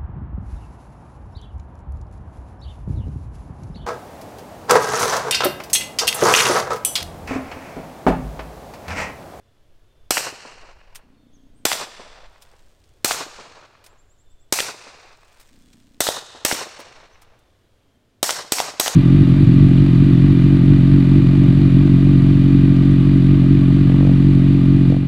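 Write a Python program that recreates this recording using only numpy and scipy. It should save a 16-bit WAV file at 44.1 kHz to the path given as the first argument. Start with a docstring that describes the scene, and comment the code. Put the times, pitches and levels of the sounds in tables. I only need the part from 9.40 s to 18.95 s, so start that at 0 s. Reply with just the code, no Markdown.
"""A light wind blows over a field and a far bird whistles. Then a small pistol fires, a few metres from a
camera. Each blast scatters off grass and brush, the bullet smacks into an earth bank, and the woods roll
the bang back. Four shots come about a second and a half apart, each followed by a spent case dropping.
In the gaps small birds chirp, dry stalks snap and the camera's lens motor flutters now and then.
Two closer shots follow, more cases land, and three quick shots end the scene."""
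import sys
import numpy as np
from scipy import signal
from scipy.fft import rfft, irfft, next_fast_len
from scipy.io import wavfile
from scipy.ndimage import map_coordinates

SR = 44100
rng = np.random.default_rng(int(sys.argv[2]) if len(sys.argv) > 2 else 0)


def log_audio(samples):
    """Write samples as a 16-bit WAV file to the path given in sys.argv[1]."""
    # one column per channel
    frames = np.atleast_2d(samples).T
    # limit to full scale, then quantise
    limited = np.clip(frames, -1, 1)
    pcm = np.round(limited * 32767).astype(np.int16)
    wavfile.write(sys.argv[1], SR, pcm)


N = 421155
CLOCK = np.arange(N) / SR  # seconds through the whole scene
T = np.arange(int(1.6 * SR)) / SR  # seconds through one sound and its echoes


# Each row: start in seconds, blast level in dB, echo level in dB, echo brightness in dB per octave,
# the echo's boosted pitch in Hz, its weakened pitch in Hz, size of that boost and cut in dB,
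# seconds until the bullet's hit is heard, smack level in dB, thud level in dB, thud pitch in Hz.
PISTOL_SHOTS = [(0.7063, -0.5, 2, -0.5, 2730, 3500, 5, 0.071, -12, -15, 615),
                (2.2520, 1, 1.7, -0.5, 3460, 6540, 4.5, .0787, -11, -23, 610),
                (3.645, -0.5, 2, -.5, 1310, 1890, 2, 0.067, -15, -17, 600),
                (5.124, -1, 1, 0, 2540, 3095, 4, .0797, -10, -15, 550),
                (6.6042, -.5, 0.8, 0, 3740, 2270, 7, 0.084, -10.5, -4, 616),
                (7.0488, 0, 2, -0.43, 5320, 5000, 5.5, 0.078, -15, -11, 346),
                (8.828, -1.5, 0.95, -0.3, 5500, 2450, 4, .0790, -7.5, -16.5, 595),
                (9.1199, 0, 0.5, -0.5, 5570, 1840, 3, 0.082, -9, -3, 795),
                (9.3973, -0.5, 1.1, -0.4, 6450, 2480, 4.5, 0.082, -5.5, -10.5, 744)]

def pistol(change=0.47):
    """Every shot meets the same land, along paths that the moving air alters a little."""
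    out, land = np.zeros(N), landscape()
    for start, db, echo_db, tilt_db, peak_hz, hollow_hz, depth_db, flight, *hit in PISTOL_SHOTS:
        echo = np.sqrt(1 - change) * land + np.sqrt(change) * landscape()
        add(out, start, amp(db) * blast())
        echo_tone = gas_cloud(tilt_db, peak_hz, hollow_hz, depth_db)
        add(out, start, amp(echo_db) * filtered(echo, echo_tone))
        add(out, start + flight, impact(*hit))
    return out


# The sudden jumps in air pressure that begin a bang. Each row: delay in seconds, level in dB,
# fading time in seconds.
SHOCK_FRONTS = [(0, -14, .003), (.0013, -3, 0.0021), (.0025, -12, 0.0014), (.0044, -11.5, .0018),
                (.0100, -24.5, .004)]
# The tone of the sharp crack and of the low push. Each row: frequency in Hz, level in dB.
CRACK_TONE = [(410, -26), (700, -3), (1150, -3), (1680, -3.5), (2330, -4), (2990, -4), (3500, -2.5),
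              (4100, 1), (4550, -4), (5400, 0.5), (7200, -5.5), (8420, 1.5), (10100, -13.5), (13500, -6),
              (16000, -17.5)]
PUSH_TONE = [(30, -19), (90, -8.5), (170, -10), (260, -3), (350, 0), (520, -5), (650, -1.5), (1000, -15.5),
             (1600, -22), (4000, -59.5)]

def blast(push_db=-7.5, push_delay=0.0016, swirl_db=-27):
    """Gas bursts from the barrel: ragged shock fronts ride on one low, swirling push."""
    t = T[:SR // 10]
    power = sum((amp(db) * burst(t - delay, life, 0.00022)) ** 2 for delay, db, life in SHOCK_FRONTS)
    out = noise(colour(CRACK_TONE), len(t)) * np.sqrt(power)
    add(out, push_delay, amp(push_db) * pulse(colour(PUSH_TONE)))
    add(out, push_delay, amp(swirl_db) * noise(band(460, 0.34), len(t)) * burst(t, 0.0038, 0.0013))
    return out


def gas_cloud(tilt_db, peak_hz, hollow_hz, depth_db, width_hz=230, ripple_hz=190, ripple_db=1.5):
    """Each shot's gas cloud is ragged in its own way and gives its echoes their own tone."""
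    bumps = rng.standard_normal(256)
    def response(hz):
        bell = lambda centre: np.exp(-0.5 * ((hz - centre) / width_hz) ** 2)
        ripple = ripple_db * map_coordinates(bumps, [hz / ripple_hz], mode="nearest") * hz / (hz + 2200)
        tilt = tilt_db * np.log2((hz + 300) / 2500)
        return amp(depth_db * (bell(peak_hz) - bell(hollow_hz)) + ripple + tilt)
    return response


def impact(smack_db, thud_db, thud_hz):
    """The bullet meets the bank: a sharp smack and a dead thud that the trees answer."""
    t = T[:SR // 3]
    smack = noise(band(3500, 0.92), len(t)) * burst(t, 0.0015, 0.0001)
    thud = np.sin(2 * np.pi * thud_hz * t) * burst(t, 0.0012, 0.00058) * 1.87
    answer = noise(band(thud_hz, 0.6), len(t)) * burst(t, 0.041, 0.0065) * amp(-25.5)
    return amp(smack_db) * smack + amp(thud_db) * (thud + answer)


# Stretches of land that echo. Each row: delay of the near edge in seconds, delay of the far edge in
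# seconds, level in dB, drop between the edges in dB per second, fade afterwards in dB per second.
NEAR_LAND = [(.0065, .015, -22, -0.5, 500), (.028, .077, -25, 41, 200)]  # the ground around the shooter, the nearest thicket
FAR_LAND = [(.062, .175, -30.5, -1, 223), (.20, .61, -39, 15.5, 200), (.62, .88, -48.5, 13.5, 62)]  # the tree line, the wood behind it, the far hillside
# The tone of echoes from twigs and from trees. Each row: frequency in Hz, level in dB.
TWIG_TONE = [(60, -27), (200, -12), (400, -9.5), (700, 1.5), (1300, -5.5), (2200, -2), (3200, -4),
             (4300, -0.5), (6000, 1), (8300, 1), (10000, -6.5), (14000, -7.5), (16000, -17)]
TREE_TONE = [(60, -17.5), (150, -5.5), (280, -16.5), (450, -1.5), (1000, 1.5), (1800, 1), (2600, 0.5),
             (3200, -1), (4300, 3), (6500, 2), (8500, -1), (10500, -12), (16000, -22.5)]
# Clear echoes off banks, boards and trunks. Each row: delay in seconds, level in dB,
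# fading time in seconds, middle frequency in Hz.
SLAPS = [(.011, -25, .007, 750), (.0327, -20.5, .002, 7000), (0.0629, -16, .0022, 1497),
         (.0648, -10, 0.0014, 1400), (0.0716, -15, 0.0031, 2200), (.100, -29.5, 0.0036, 700),
         (.160, -24.5, 0.011, 650), (.218, -34, 0.0062, 474), (.341, -36.5, .017, 520),
         (.405, -43, .018, 700), (.522, -42, 0.014, 707), (.578, -43.5, 0.016, 860),
         (.707, -39.5, 0.0033, 1610), (.884, -46.5, 0.0048, 824)]

def landscape(air_db_per_khz_s=4.5, slap_octaves=1.1, clump_db=2.13):
    """The land throws one shot back: first the brush nearby, then the long roll of the woods."""
    woods = stretches(FAR_LAND)
    clumps = amp(clump_db * wobble(130)[:len(T)])  # thickets answer unevenly
    far = noise(colour(TREE_TONE), len(T)) * clumps * woods + trunks(woods)
    t = T[:SR // 6]
    for delay, db, life, centre_hz in SLAPS:
        add(far, delay, amp(db) * noise(band(centre_hz, slap_octaves), len(t)) * burst(t, life, life / 5))
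    hz, travel_s, spectrum = signal.stft(far, SR, nperseg=256)
    air_loss = amp(-air_db_per_khz_s * np.outer(hz / 1000, travel_s))  # long paths lose their treble
    brush = noise(colour(TWIG_TONE), len(T)) * stretches(NEAR_LAND)
    return brush + signal.istft(spectrum * air_loss, SR, nperseg=256)[1][:len(T)]


def stretches(rows, rise_share=0.055):
    """How loud the land's echo is over time: each stretch swells, holds or sags, then fades."""
    power = 0
    for near, far, db, sag, fade in rows:
        elapsed = np.maximum(T - near, 0)
        swell = 1 - np.exp(-elapsed / (rise_share * far))
        level_db = db - sag * np.minimum(elapsed, far - near) - fade * np.maximum(T - far, 0)
        power += (swell * amp(level_db)) ** 2
    return np.sqrt(power)


def trunks(woods, count=64, per_s=26, trunk_db=-5.5, spread_db=4.0, life=0.009):
    """Weaker low slaps come back from single trunks, strewn at random through the woods."""
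    swells = np.zeros(len(T))
    delays = (np.arange(count) + rng.random(count)) / per_s
    for delay, size in zip(delays, rng.standard_normal(count)):
        add(swells, delay, amp(spread_db * size) * burst(T[:SR // 10], life, life / 5))
    return amp(trunk_db) * swells * woods * noise(band(620, 0.99), len(T))


# Spent cases hitting the ground. Each row: landing time in seconds, level in dB, ring level in dB
# relative to that, seconds spent falling through the grass, grass level in dB.
CASE_DROPS = [(1.556, -34, -5.5, 0.008, -42), (3.021, -43, -10, .008, -55), (4.463, -44, -4, 0.023, -46.5),
              (6.010, -48.5, -7, .013, -47.5), (7.401, -41.5, -5, .011, -47), (7.819, -49.5, -7, .004, -55),
              (7.989, -60, -13, .003, -68)]
# The notes a brass case rings with. Each row: pitch in Hz, level in dB, seconds to fade by 60 dB.
BRASS_NOTES = [(2579, -32, 0.21), (3338, -27, 0.27), (5100, 0.5, 0.029), (6000, -9, 0.05),
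               (8500, -9, 0.038), (8700, -2, 0.033), (9055, -7, 0.075), (10650, -28, 0.073)]

def cases(grass_fade_s=0.013, landing_fade_s=0.0087):
    """Brass cases scuff through dry grass, land and ring briefly."""
    out, t = np.zeros(N), T[:SR // 5]
    scuff = lambda life: noise(band(2450, 1.94), len(t)) * burst(t, life, 0.0012)
    for landing, db, ring_db, fall, grass_db in CASE_DROPS:
        add(out, landing - fall, amp(grass_db) * scuff(grass_fade_s))
        add(out, landing, amp(db) * (scuff(landing_fade_s) + amp(ring_db) * ring(BRASS_NOTES)))
    return out


# When the lens motor runs. Each row: start in seconds, stop in seconds, level in dB.
MOTOR_RUNS = [(1.635, 2.25, -54.5), (6.111, 6.60, -54), (8.447, 8.821, -64)]
# The notes the lens barrel rings with. Each row: pitch in Hz, level in dB, seconds to fade by 60 dB.
BARREL_NOTES = [(108, -7.5, 0.055), (177, -4.5, 0.061), (230, 1.5, .08), (283, -4, 0.039),
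                (440, -13.5, .03)]

def lens_motor(steps_per_s=30, jitter_s=0.00036, grind_db=-8):
    """The focus motor moves in quick steps, knocking the lens barrel while its gears grind."""
    out = np.zeros(N)
    for start, stop, db in MOTOR_RUNS:
        add(out, start, amp(db + grind_db) * noise(band(275, 0.12), int((stop - start) * SR)))
        for step in np.arange(start, stop, 1 / steps_per_s):
            add(out, step + jitter_s * rng.standard_normal(), amp(db) * ring(BARREL_NOTES))
    return out


# Stalks snapping. Each row: start in seconds, level in dB.
STALK_SNAPS = [(3.164, -61.5), (3.192, -57), (3.439, -56.5), (6.3308, -50), (6.40, -58)]

def stalks():
    """Dry stalks snap with tiny ticks."""
    out, t = np.zeros(N), T[:SR // 20]
    for start, db in STALK_SNAPS:
        add(out, start, amp(db) * noise(band(3500, 0.95), len(t)) * burst(t, 0.0066, 0.0003))
    return out


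# Nearby bird notes. Each row: start in seconds, length in seconds, top pitch in Hz,
# where the top falls in the note from 0 to 1, level in dB.
NEAR_CHIRPS = [(1.926, .052, 6600, 0.3, -62), (2.139, .088, 8750, .5, -67), (4.473, .07, 7720, 0.84, -65.5),
               (4.573, 0.054, 7520, .8, -61.5), (4.687, 0.054, 7720, 0.9, -61.5),
               (4.778, .056, 7680, 0.9, -63), (4.887, .056, 7850, .8, -65), (4.99, 0.058, 7850, .8, -64.5),
               (7.712, .05, 6170, 0.57, -61.5)]
# Distant bird notes. Each row: start in seconds, length in seconds, starting pitch in Hz, level in dB.
FAR_WHISTLES = [(-.1, 0.44, 3560, -77.5), (.397, 0.39, 3620, -75), (1.677, 0.46, 3670, -75),
                (1.70, 0.2, 4400, -78), (1.8, .38, 3360, -75), (3.359, 0.37, 3500, -80),
                (4.731, .42, 3630, -73), (6.05, 0.52, 3510, -72), (7.909, .3, 3620, -74.5),
                (8.13, 0.63, 3380, -78.5)]

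def birds(rise_share=0.19, drop_share=0.25, sag_hz_per_s=500, echo_db=-8):
    """Thin chirps sweep up and drop nearby, and blurred whistles slide down deep in the wood."""
    near, far = np.zeros(N), np.zeros(N)
    note = lambda hz: np.hanning(len(hz)) ** 0.5 * np.sin(2 * np.pi * np.cumsum(hz) / SR)
    for start, length, top_hz, top_place, db in NEAR_CHIRPS:
        progress = np.linspace(0, 1, int(length * SR))
        from_top = np.interp(progress, [0, top_place, 1], [-1, 0, 1])
        hz = top_hz * (1 - np.where(from_top < 0, rise_share, drop_share) * from_top ** 2)
        add(near, start, amp(db) * note(hz))
    for start, length, start_hz, db in FAR_WHISTLES:
        hz = start_hz - sag_hz_per_s * T[:int(length * SR)]
        blur = 0.9 + 0.6 * noise(lambda f: np.exp(-(f / 100) ** 2), len(hz))  # the trees smear the note
        add(far, start, amp(db) * blur * note(hz))
    tail = rng.standard_normal(len(T)) * burst(T, 0.12, 0.02)
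    echo = signal.fftconvolve(near, tail / np.linalg.norm(tail))[:N]
    return near + far + amp(echo_db) * echo


# The tone of open air, of wind on the microphone and of dry grass. Each row: frequency in Hz, level in dB.
HUSH_TONE = [(35, -28), (60, -5), (121, -7), (156, -18), (281, -18), (398, -17), (698, -21), (785, -25.5),
             (1660, -29), (2520, -32.5), (3120, -29.5), (4420, -35), (16000, -48)]
BUFFET_TONE = [(10, 4.5), (25, -0.5), (45, -10.5), (90, -21), (160, -33), (400, -62.5)]
GRASS_TONE = [(300, -30.5), (1500, 0), (4000, 0.5), (6500, -2), (8500, -1), (10500, -12.5), (15000, -12)]
# Spans of low wind rumble on the microphone; the low rumble is loud between shots and quiet just after each
# bang. Each row: # start in seconds, stop in seconds, level in dB.
WIND_RUMBLE_SPANS = [(0.317, .66, -50), (1.245, 1.6, -48), (2.0, 2.22, -51.5), (2.55, 3.25, -50), (3.4, 3.68, -53),
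                     (3.98, 4.05, -50.5), (4.6, 5.07, -54), (5.6, 6.55, -57), (7.644, 7.92, -57)]
# The dry grass stirs twice. Each row: loudest moment in seconds, level in dB.
GRASS_STIRS = [(3.08, -66.5), (5.98, -61.5)]

def breeze(hush_db=-62.5, lull_db=-68.5, grass_rest_db=-89.5, flutter_db=2.0, crackle_db=4.5):
    """Light wind makes a hush, softly buffets the microphone and sets dry grass crackling."""
    hush = amp(hush_db + 0.87 * wobble(2.8)) * noise(colour(HUSH_TONE), N)
    gusts = [amp(db - 89.5 * np.abs(CLOCK - np.clip(CLOCK, start, stop)))  # edges slope 89.5 dB a second
             for start, stop, db in WIND_RUMBLE_SPANS]
    wind = amp(lull_db) + np.max(gusts, axis=0)
    buffet = amp(flutter_db * wobble(14)) * wind * noise(colour(BUFFET_TONE), N)
    stir = amp(grass_rest_db)
    for peak, db in GRASS_STIRS:  # each rises 27.5 dB a second and falls 12.5 dB a second
        stir = stir + amp(db - np.maximum(27.5 * (peak - CLOCK), 12.5 * (CLOCK - peak)))
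    crackle = unit(amp(crackle_db * wobble(500)) * noise(colour(GRASS_TONE), N))
    return hush + buffet + stir * crackle


def amp(db):
    """Turn decibels into a number to multiply by."""
    return 10 ** (np.asarray(db) / 20)


def unit(x):
    """Scale a sound to an average (rms) level of 1."""
    return x / np.sqrt(np.mean(x ** 2) + 1e-20)


def colour(points):
    """A tone curve drawn through (Hz, dB) points."""
    point_hz, db = np.transpose(points)
    return lambda hz: amp(np.interp(np.log(hz + 1), np.log(point_hz), db))


def band(centre_hz, octaves):
    """A bell-shaped tone curve around one pitch."""
    return lambda hz: np.exp(-0.5 * (np.log2((hz + 1) / centre_hz) / octaves) ** 2)


def filtered(x, response):
    """Shape a sound with a tone curve, without delaying it."""
    size = next_fast_len(len(x) + 4096, True)
    return irfft(rfft(x, size) * response(np.fft.rfftfreq(size, 1 / SR)), size)[:len(x)]


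def noise(response, size):
    """Noise with this tone curve, at an average level of 1."""
    return unit(filtered(rng.standard_normal(size), response))


def pulse(response, size=4096):
    """One sudden pulse of height 1 with this tone curve."""
    cepstrum = irfft(np.log(response(np.fft.rfftfreq(size, 1 / SR)) + 1e-6))
    cepstrum[1:size // 2] *= 2  # folding onto the first half packs the energy at the start
    cepstrum[size // 2 + 1:] = 0
    wave = irfft(np.exp(rfft(cepstrum)))
    return wave / np.abs(wave).max()


def burst(t, life, rise):
    """A quick rise and a smooth fade from t = 0; life and rise are in seconds."""
    t = np.maximum(t, 0)
    return (1 - np.exp(-t / rise)) * np.exp(-t / life)


def wobble(rate):
    """A smooth curve through `rate` random values a second."""
    return map_coordinates(rng.standard_normal(int(N * rate / SR) + 4), [CLOCK * rate])


def ring(notes):
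    """A struck object's fading notes, at new strengths for each blow."""
    t = T[:SR // 5]
    return sum(amp(db + rng.normal(0, 2.5) - 60 * t / fade_s) * np.sin(2 * np.pi * hz * t)
               for hz, db, fade_s in notes)


def add(out, start, x):
    """Mix x into out at `start` seconds."""
    i = round(start * SR)
    x = x[max(-i, 0):max(len(out) - i, 0)]
    out[max(i, 0):][:len(x)] += x


def scene():
    """All the sounds meet at one microphone."""
    return (pistol() + cases() + stalks() + birds() + lens_motor() + breeze())[None]


def record(dry):
    """The camera rounds off the highest peaks and cuts away the very top of the treble."""
    ceiling, top_hz = 0.66, 15800
    rounded = dry[0] / (1 + (dry[0] / ceiling) ** 4) ** (1 / 4)
    return filtered(rounded, lambda hz: 1 / np.sqrt(1 + (hz / top_hz) ** 200))[None]


dry = scene()
out = record(dry)
log_audio(out)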